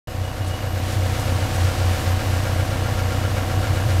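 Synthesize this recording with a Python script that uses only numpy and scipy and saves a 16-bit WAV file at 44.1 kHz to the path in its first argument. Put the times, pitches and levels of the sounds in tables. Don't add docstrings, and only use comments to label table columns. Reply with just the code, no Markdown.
import sys
import numpy as np
from scipy import signal
from scipy.fft import rfft, irfft
from scipy.io import wavfile

SR = 44100
rng = np.random.default_rng(int(sys.argv[2]) if len(sys.argv) > 2 else 0)


def store_pcm(level_fs):
    pcm = np.round(np.clip(level_fs, -1, 1) * 32767).astype(np.int16)
    wavfile.write(sys.argv[1], SR, np.atleast_2d(pcm).T)


N = 176400
T = np.arange(N) / SR
CYCLE_HZ = 7.665


def from_db(db):
    return 10 ** (np.asarray(db) / 20)


def unit_rms(x):
    return x / np.sqrt(np.mean(x ** 2) + 1e-20)


def in_time(rows):
    times, *columns = np.transpose(rows)
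    return [np.interp(T, times, column) for column in columns]


def drift(rate_hz):
    pole = np.exp(-80 * np.pi * rate_hz / SR)
    slow = signal.lfilter([1], [1, -2 * pole, pole * pole], rng.standard_normal(N // 40 + 2002))[2000:]
    return np.interp(np.arange(N) / 40, np.arange(len(slow)), unit_rms(slow))


def colour(x, spectrum):
    hz, db = np.transpose(spectrum)
    log_hz = np.log(np.maximum(np.fft.rfftfreq(N, 1 / SR), 1))
    gain = from_db(np.interp(log_hz, np.log(hz), db, left=-80, right=-80))
    return unit_rms(irfft(rfft(x) * gain, N))


def resonate(x, hz, width_hz):
    r = np.exp(-np.pi * width_hz / SR)
    return signal.lfilter([1, 0, -1], [1, -2 * r * np.cos(2 * np.pi * hz / SR), r * r], x)


def tone(turns, db):
    return np.sqrt(2) * from_db(db) * np.cos(2 * np.pi * turns)


def swells(rows):
    return sum(from_db(db) * np.exp(-(2 * (T - centre) / length) ** 2) for centre, length, db in rows)


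# level in dB of the harmonic at 1, 2, 3, .. times the firing rate.
EXHAUST_DB = [-34.5, -32, -23, -33, -40, -77, -42.5, -44.5]
# time in seconds, beat rate in Hz, level of the second hum in dB.
SECOND_HUM = [(0, 3.8, -31), (1.1, 3.34, -31.5), (1.5, 3.63, -24.5), (1.95, 4.26, -20.5), (2.5, 4.55, -35),
              (3.3, 4.2, -48), (4, 4.2, -22.5)]
# frequency in Hz, relative spectral density in dB.
RUMBLE_SPECTRUM = [(18, -35), (26, -6), (36, -24), (50, -3.5), (69, -11), (82, -4.5), (100, 8), (116, 2.5),
                   (135, -7), (160, -14.5), (185, -32)]
# time in seconds, level in dB.
RUMBLE_LEVEL = [(.1, -27.5), (1.2, -26), (2.1, -28), (2.7, -25.5), (3.3, -26.5), (3.8, -21.5)]
def exhaust(cycles, puff_depth_db=2.0, in_phase_s=.4875):
    firings = 4 * cycles - .67
    harmonics = sum(tone(k * firings, db + .06 * drift(3.3)) for k, db in enumerate(EXHAUST_DB, 1))
    beat_hz, hum_db = in_time(SECOND_HUM)
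    beats = np.cumsum(beat_hz) / SR
    hum = tone(3 * firings - beats + np.interp(in_phase_s, T, beats), hum_db)
    puffs = from_db(puff_depth_db * np.cos(2 * np.pi * firings)) * rng.standard_normal(N)
    rumble_db, = in_time(RUMBLE_LEVEL)
    return from_db(rumble_db) * colour(puffs, RUMBLE_SPECTRUM) - harmonics - hum


WHINE_ORDERS = [6, 26, 36, 38, 40, 45, 60, 64, 70, 80, 88, 94, 98, 146]
WHINE_DB = [-51, -49.5, -51, -46.5, -53, -47, -43, -39.5, -39, -48.5, -45, -55.5, -38.5, -47.5]
def gears(cycles, peak_place=.92, scatter_turns=.2):
    whine = 0
    for order, db in zip(WHINE_ORDERS, WHINE_DB):
        phase = order * (cycles - peak_place) + scatter_turns * rng.random() + .031 * drift(8)
        whine += tone(phase, db + drift(4.7))
    return whine


def impacts(periods, hits, decay_s, rise_s=.00073, spread_db=1.5):
    place, db = np.transpose(hits)
    count = np.arange(-1, int(periods[-1]) + 2)[:, None]
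    strength = from_db(db + spread_db * rng.standard_normal((80, len(db)))[:len(count)])
    onsets = np.searchsorted(periods, count + place)
    envelope = np.bincount(onsets.ravel(), strength.ravel(), N + 1)[:N] * (T > 0)
    for seconds in (rise_s, decay_s):
        envelope = signal.lfilter([1], [1, -np.exp(-1 / (seconds * SR))], envelope + 1e-18)
    return unit_rms(envelope)


def grit(cycles, repeat_share=.76):
    period = int(SR / CYCLE_HZ)
    recurring = rng.standard_normal(period)[(cycles % 1 * period).astype(int)]
    return np.sqrt(repeat_share) * recurring + np.sqrt(1 - repeat_share) * rng.standard_normal(N)


# place as a share of one crank turn, relative thud level in dB, relative clack level in dB.
CONTACTS = [(.03, 2.5, -3), (0.243, 4.5, -2), (.46, -2, -6.5), (.61, -3.5, -3.5), (0.818, -3.5, -1)]
# frequency in Hz, relative spectral density in dB.
THUD_SPECTRUM = [(150, -22), (180, -15), (203, -3), (240, 4), (300, 3.5), (350, 0.5), (390, -15.5),
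                 (450, -30)]
CLACK_SPECTRUM = [(380, -24), (420, -2.5), (490, 3.5), (570, 4), (700, 1.5), (880, -1), (1250, -4.5),
                  (1650, -4.5), (2400, -16.5), (5000, -20.5)]
def block(cycles, floor=.24):
    contacts = np.array(CONTACTS)
    thuds = (floor + impacts(2 * cycles, contacts[:, [0, 1]], decay_s=.005)) * grit(cycles)
    clacks = (floor + impacts(2 * cycles, contacts[:, [0, 2]], decay_s=.0083)) * grit(cycles)
    return from_db(-35) * colour(thuds, THUD_SPECTRUM) + from_db(-32.5) * colour(clacks, CLACK_SPECTRUM)


# place as a share of the cycle, relative level in dB.
PANEL_HITS = [(.79, 3), (.85, -7), (.92, 4), (.99, -8)]
# frequency in Hz, bandwidth in Hz, relative level in dB.
PANEL_RESONANCES = [(1403, 170, -4), (1610, 95, -3), (2400, 700, 4), (3900, 1900, -1)]
# frequency in Hz (rounded below to a harmonic of the cycle rate), relative level in dB.
PANEL_NOTES = [(1401, -3.5), (1342, -7.5), (1613, -10), (2050, -14), (2277, -11), (3000, -13)]
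# time in seconds, level of the notes in dB.
RING_LEVEL = [(.1, -52), (1.2, -47), (2, -42.5), (2.6, -41), (3.15, -39), (3.7, -40.5), (4, -41.5)]
def panel(cycles):
    touches = impacts(cycles, PANEL_HITS, decay_s=.0068) * grit(cycles)
    rattle = sum(from_db(db) * unit_rms(resonate(touches, hz, width))
                 for hz, width, db in PANEL_RESONANCES)
    ring_db, = in_time(RING_LEVEL)
    notes = sum(tone(np.round(hz / CYCLE_HZ) * cycles + .082 * drift(10), ring_db + db)
                for hz, db in PANEL_NOTES)
    return from_db(-46.5) * unit_rms(rattle) + notes * impacts(cycles, PANEL_HITS, decay_s=.012)


def crackle(per_second=700, spread_db=2.5):
    sizes = from_db(spread_db * np.minimum(rng.exponential(1, N), 4)) * rng.choice([-1, 1], N)
    return from_db(-8.5) * unit_rms(sizes * (rng.random(N) < per_second / SR))


# frequency in Hz, relative spectral density in dB.
HISS_SPECTRUM = [(150, -19), (400, -2.5), (900, 0.5), (2000, 1), (3300, -2), (5500, -5), (8000, -8.5),
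                 (11300, -13), (13500, -15), (15700, -23)]
# time in seconds, level in dB before the gain.
HISS_LEVEL = [(.07, -45), (.44, -43.5), (.5, -42), (.6, -42.5), (.75, -42.5), (.79, -40), (.92, -37),
              (1.0, -40), (1.15, -36.5), (1.38, -38.5), (1.6, -36.5), (2.1, -37), (2.8, -39), (3.5, -39),
              (4, -38)]
def wet_hiss(clicks, gain_db=4, flutter_db=.53):
    level_db, = in_time(HISS_LEVEL)
    hiss = colour(rng.standard_normal(N) + clicks, HISS_SPECTRUM)
    return from_db(level_db + gain_db + flutter_db * drift(15)) * hiss


# frequency in Hz, rough bandwidth in Hz, level in dB, waver in dB, waver rate in Hz.
INSECT_BANDS = [(12300, 240, -54.5, 1.5, 6), (12020, 240, -55.5, 1.7, 6)]
# time in seconds, gain of both bands in dB.
INSECT_GAIN = [(.1, 4), (.5, -2), (.7, 5), (1.05, 2), (1.5, 0), (1.8, -2), (2.15, 4.5), (2.65, -1.5),
               (3.2, 0), (4, 0)]
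def insects():
    chorus = 0
    for hz, width, db, waver_db, waver_hz in INSECT_BANDS:
        waver = from_db(waver_db * drift(waver_hz))
        band = resonate(rng.standard_normal(N), hz, 1.5 * width)
        band = resonate(band, hz, 1.5 * width)
        chorus += from_db(db) * unit_rms(waver * band)
    gain_db, = in_time(INSECT_GAIN)
    return from_db(gain_db) * chorus


# centre in seconds, length in seconds, peak level in dB.
SQUEAKS = [(.088, 0.019, -51), (0.253, 0.015, -43), (.29, 0.021, -47), (0.423, 0.027, -45),
           (.515, 0.02, -44), (0.546, .035, -40.5), (.615, .025, -47), (.68, .02, -52)]
def pulley(swell_db, pitch_hz=2890, wander_hz=28.1, floor_db=-49.5):
    level = from_db(swell_db + floor_db + 1.7 * drift(27)) + swells(SQUEAKS)
    phase = np.cumsum(pitch_hz + wander_hz * drift(64)) / SR
    return level * tone(phase, 0)


# centre in seconds, length in seconds, peak level in dB.
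RUSTLES = [(.48, 0.034, -43), (.93, .05, -43), (1.205, 0.032, -41), (1.555, .04, -41), (1.93, 0.027, -47)]
# frequency in Hz, relative spectral density in dB.
RUSTLE_SPECTRUM = [(2500, -14), (5000, 2), (10000, 1), (13000, -6), (15700, -16)]
def mud_rustles(clicks):
    return swells(RUSTLES) * colour(rng.standard_normal(N) + clicks, RUSTLE_SPECTRUM)


# time in seconds, gain in dB of the engine, the insects and the pulley's faint flicker.
SWELL = [(.07, -6.5), (.4, -4.5), (.8, -3.5), (1.2, -1), (2, -1), (2.8, -1), (3.5, -0.6), (4, -0.5)]
def scene(speed_wander=.0007):
    cycles = np.cumsum(CYCLE_HZ * (1 + speed_wander * drift(2))) / SR
    swell_db, = in_time(SWELL)
    engine = exhaust(cycles) + gears(cycles) + block(cycles) + panel(cycles)
    mix = from_db(swell_db) * (engine + insects()) + pulley(swell_db)
    clicks = crackle()
    return (mix + wet_hiss(clicks) + mud_rustles(clicks))[None]


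def record(dry, start_s=.072, cutoff_hz=15700):
    gated = dry * np.clip((T - start_s) / .0013, 0, 1)
    return signal.sosfilt(signal.ellip(12, .1, 90, cutoff_hz, fs=SR, output="sos"), gated)


dry = scene()
out = record(dry)
store_pcm(out)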